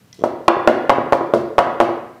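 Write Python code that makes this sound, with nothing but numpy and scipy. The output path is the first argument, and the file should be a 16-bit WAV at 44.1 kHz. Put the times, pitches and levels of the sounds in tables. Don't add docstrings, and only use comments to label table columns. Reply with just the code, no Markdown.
import sys
import numpy as np
from scipy import signal
from scipy.io import wavfile

SR = 44100
rng = np.random.default_rng(int(sys.argv[2]) if len(sys.argv) > 2 else 0)


def volts_from_decibels(level):
    exponent = np.asarray(level, float) / 20
    return 10 ** exponent


def unload_audio(sound):
    columns = np.transpose(np.atleast_2d(sound))
    steps = np.round(np.clip(columns, -1, 1) * 32767)
    wavfile.write(sys.argv[1], SR, steps.astype(np.int16))


N = 97020

# start in seconds, force in dB, contact hardness in Hz, clack pitch in Hz.
LANDINGS = [(0.185, -36.5, 314, 350), (0.191, -20.5, 300, 406), (0.2, -38, 300, 397), (0.21, -18, 300, 420),
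            (0.221, -10.5, 300, 500), (.231, -51, 300, 464), (0.2381, 2, 900, 690),
            (0.481, 5.5, 2170, 1004), (.4846, -2, 1260, 895), (.568, -2, 400, 650), (.6749, 7.5, 1620, 702),
            (0.683, -5.5, 800, 810), (.6875, -11, 700, 527), (0.8951, 5, 1800, 818),
            (0.9024, 2.5, 1600, 1015), (0.984, -0.5, 554, 740), (1.1238, 1.5, 1330, 754),
            (1.131, 3.5, 1060, 970), (1.2105, -1, 550, 1030), (1.337, 1.5, 970, 648),
            (1.3454, -1, 511, 480), (1.3504, -7.5, 520, 472), (1.359, -6, 537, 468), (1.424, -32, 500, 494),
            (1.5818, 3, 1620, 742), (1.589, 6, 1380, 1134), (1.67, -6, 600, 777), (1.8022, 4, 1480, 735),
            (1.811, -0.5, 1510, 970), (1.891, -8, 700, 660)]
# delay in seconds, level in dB.
CHATTER = [
    (0, -2.5),
    (.0011, -8.5),
    (.0026, -4.5),
    (.0043, -5.5),
]
# frequency in Hz, level in dB, T60 in seconds.
TABLE_MODES = [(178, -20.5, 0.039), (243, -9.5, 0.023), (297, -35.5, 0.031), (337.5, -13.5, 0.094),
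               (434, -17.5, 0.016), (480, -7, 0.026), (626, -7, 0.049), (697.2, -6, 0.064),
               (722, -18, 0.023), (950.7, -12, 0.09), (1076, 1, 0.015), (1311, -9, 0.06),
               (1373, -4.5, 0.014), (2000, -12, 0.0055)]
# start in seconds, level in dB.
BALL_TICKS = [
    (0.1286, -29),
    (.181, -64),
    (0.192, -39),
    (.203, -39),
    (.217, -40),
    (.228, -43),
    (0.24, -29.5),
    (0.941, -52),
]
# frequency in Hz, level in dB, T60 in seconds.
STEEL_MODES = [(2020, -10, .11), (2450, -14, .03), (3320, 2, .02), (4000, -8, .02), (5300, -2, .015),
               (5700, -9, .08), (6050, 0, .02), (7400, -12, .03)]
# start in seconds, level in dB.
RATTLE_JOLTS = [(0.141, -51), (0.238, -44.5), (.44, -62), (0.479, -44), (0.673, -37.5), (0.896, -42),
                (1.124, -40), (1.336, -38), (1.584, -39), (1.801, -38.5), (1.97, -71), (2.09, -72)]
RATTLE_BAND_HZ = (3170, 6120)
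# delay in seconds, level in dB.
WALL_ECHOES = [(.0135, -27), (.022, -11)]
# frequency in Hz, T60 in seconds.
ROOM_T60_S = [(100, 0.78), (300, 0.76), (700, 0.64), (2000, 0.79), (5000, 0.44), (13000, 0.86)]
# frequency in Hz, level in dB.
ROOM_COLOUR_DB = [(100, -10), (300, -5.5), (700, -9), (1500, -8.5), (2500, -1), (5000, -5.5), (8000, -18.5),
                  (13000, -22.5)]
# frequency in Hz, density in dB per Hz.
AIR_COLOUR_DB = [(18, -60), (30, 10), (121, 14.5), (280, -5), (461, -6.5), (540, -10), (4530, -20),
                 (8740, -25.5), (16000, -27)]

MODE_SPREAD_DB = 2.5
CLACK_DB, CLACK_T60_CYCLES = 11, 6.83
CRACK_DB, CRACK_LOW_HZ, CRACK_HIGH_HZ = 2.5, 900, 3045
TICK_DB, TICK_ROOM_DB = -9, -10
RATTLE_CLICKS_PER_S, RATTLE_DECAY_S, RATTLE_SIZES_DB = 5000, 0.035, 2.5
ECHO_TOP_HZ, ROOM_DB, ROOM_BUILD_S = 1800, -28, 0.005
AIR_DB = -46
MIC_LOW_HZ, MIC_TOP_HZ = 161, 16200
LIMIT_DB, LIMIT_SHARE, LIMIT_ATTACK_S, LIMIT_RELEASE_DB_PER_S = -5, 0.22, 0.014, 134


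def knocks():
    t_s = np.arange(4000) / SR
    clack, clicks = np.zeros((2, N + SR))
    pulses = []
    for start_s, force_db, hard_hz, clack_hz in LANDINGS:
        push = t_s * np.exp(-2 * np.pi * hard_hz * t_s)
        pulse = volts_from_decibels(force_db - 3.5) * push / push.sum()
        pulses.append(pulse)
        i = int(start_s * SR)
        clack[i:i + len(t_s)] += volts_from_decibels(CLACK_DB) * ring(pulse, clack_hz, CLACK_T60_CYCLES / clack_hz)
        for delay_s, chatter_db in CHATTER:
            click_s = start_s + delay_s * rng.uniform(0.7, 1.3)
            click = volts_from_decibels(force_db + CRACK_DB + chatter_db) * (hard_hz / 1500) ** 2
            clicks[int(click_s * SR)] += click
    crack_band = signal.butter(2, [CRACK_LOW_HZ, CRACK_HIGH_HZ], "band", fs=SR, output="sos")
    crack = signal.sosfilt(crack_band, clicks[:N] + 1e-18)
    starts_s = [row[0] for row in LANDINGS]
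    return strike(starts_s, pulses, TABLE_MODES) + clack[:N] + crack


def strike(starts_s, pulses, modes):
    spread = rng.standard_normal((40, len(modes)))
    out = np.zeros(N)
    for m, (hz, level_db, t60_s) in enumerate(modes):
        force = np.zeros(N + SR)
        for e, start_s in enumerate(starts_s):
            i = int(start_s * SR)
            force[i:i + len(pulses[e])] += pulses[e] * volts_from_decibels(level_db + MODE_SPREAD_DB * spread[e, m])
        out += (-1) ** m * ring(force[:N], hz, t60_s)
    return out


def ring(x, hz, t60_s):
    radius = volts_from_decibels(-60 / (t60_s * SR))
    w = 2 * np.pi * hz / SR
    return signal.lfilter([0, np.sin(w)], [1, -2 * radius * np.cos(w), radius * radius], x + 1e-18)


def ticks():
    starts_s = [start_s for start_s, _ in BALL_TICKS]
    pulses = [volts_from_decibels(level_db + TICK_DB) * np.ones(1) for _, level_db in BALL_TICKS]
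    return strike(starts_s, pulses, STEEL_MODES)


def rattle():
    t_s = np.arange(N) / SR
    sizes = volts_from_decibels(RATTLE_SIZES_DB * np.minimum(rng.exponential(1, N), 4)) * rng.choice([-1, 1], N)
    hits = rng.random(N) < RATTLE_CLICKS_PER_S / SR
    band = signal.butter(1, RATTLE_BAND_HZ, "band", fs=SR, output="sos")
    clicks = signal.sosfilt(band, sizes * hits)
    envelope = np.zeros(N)
    for start_s, level_db in RATTLE_JOLTS:
        envelope += volts_from_decibels(level_db) * (t_s > start_s) * np.exp(-np.abs(t_s - start_s) / RATTLE_DECAY_S)
    return clicks / clicks.std() * envelope


def room(x):
    t_s = np.arange(N) / SR

    def decay(hz):
        return volts_from_decibels(ROOM_DB + at_hz(ROOM_COLOUR_DB, hz) - 60 * t_s / at_hz(ROOM_T60_S, hz))

    tail = bands(decay, rng.standard_normal((2, N)))
    tail *= 1 - np.exp(-(t_s / ROOM_BUILD_S) ** 2)
    echoes = np.zeros(N)
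    for delay_s, level_db in WALL_ECHOES:
        echoes[int(delay_s * SR)] -= volts_from_decibels(level_db)
    echoes = signal.sosfilt(signal.butter(2, ECHO_TOP_HZ, fs=SR, output="sos"), echoes + 1e-18)
    return signal.fftconvolve(x, tail + echoes)[:N]


def bands(shape, white):
    edges_hz = 30 * 2 ** np.arange(0, 9.4, 1 / 3)
    total = 0
    for k, (low_hz, high_hz) in enumerate(zip(edges_hz, edges_hz[1:])):
        band = signal.butter(2, [low_hz, high_hz], "band", fs=SR, output="sos")
        total = total + shape(np.sqrt(low_hz * high_hz)) * signal.sosfilt(band, white[k % 2])
    return total


def at_hz(points, hz):
    points_hz, values = np.array(points).T
    return np.interp(np.log(hz), np.log(points_hz), values)


def air():
    noise = bands(lambda hz: volts_from_decibels(at_hz(AIR_COLOUR_DB, hz)), rng.standard_normal((2, N)))
    return volts_from_decibels(AIR_DB) * noise / noise.std()


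def scene():
    blows = knocks() + rattle()
    steel = ticks()
    reverb = room(blows + volts_from_decibels(TICK_ROOM_DB) * steel)
    return (blows + steel + reverb + air())[None]


def low_pass(x):
    return signal.sosfilt(signal.butter(12, 17010, fs=SR, output="sos"), x)


def record(dry):
    x = signal.sosfilt(signal.butter(2, MIC_LOW_HZ, "high", fs=SR, output="sos"), dry)
    x = signal.sosfilt(signal.cheby2(10, 40, MIC_TOP_HZ, fs=SR, output="sos"), x)
    over_db = np.maximum(20 * np.log10(np.abs(x[0]) + 1e-9) - LIMIT_DB, 0)
    ramp_db = LIMIT_RELEASE_DB_PER_S * np.arange(N) / SR
    held_db = np.maximum.accumulate(over_db + ramp_db) - ramp_db
    pole = np.exp(-1 / (LIMIT_ATTACK_S * SR))
    smooth_db = signal.lfilter([1 - pole], [1, -pole], held_db)
    x = x * volts_from_decibels(-LIMIT_SHARE * smooth_db)
    return low_pass(np.clip(x, -1, 1))


dry = scene()
out = record(dry)
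unload_audio(out)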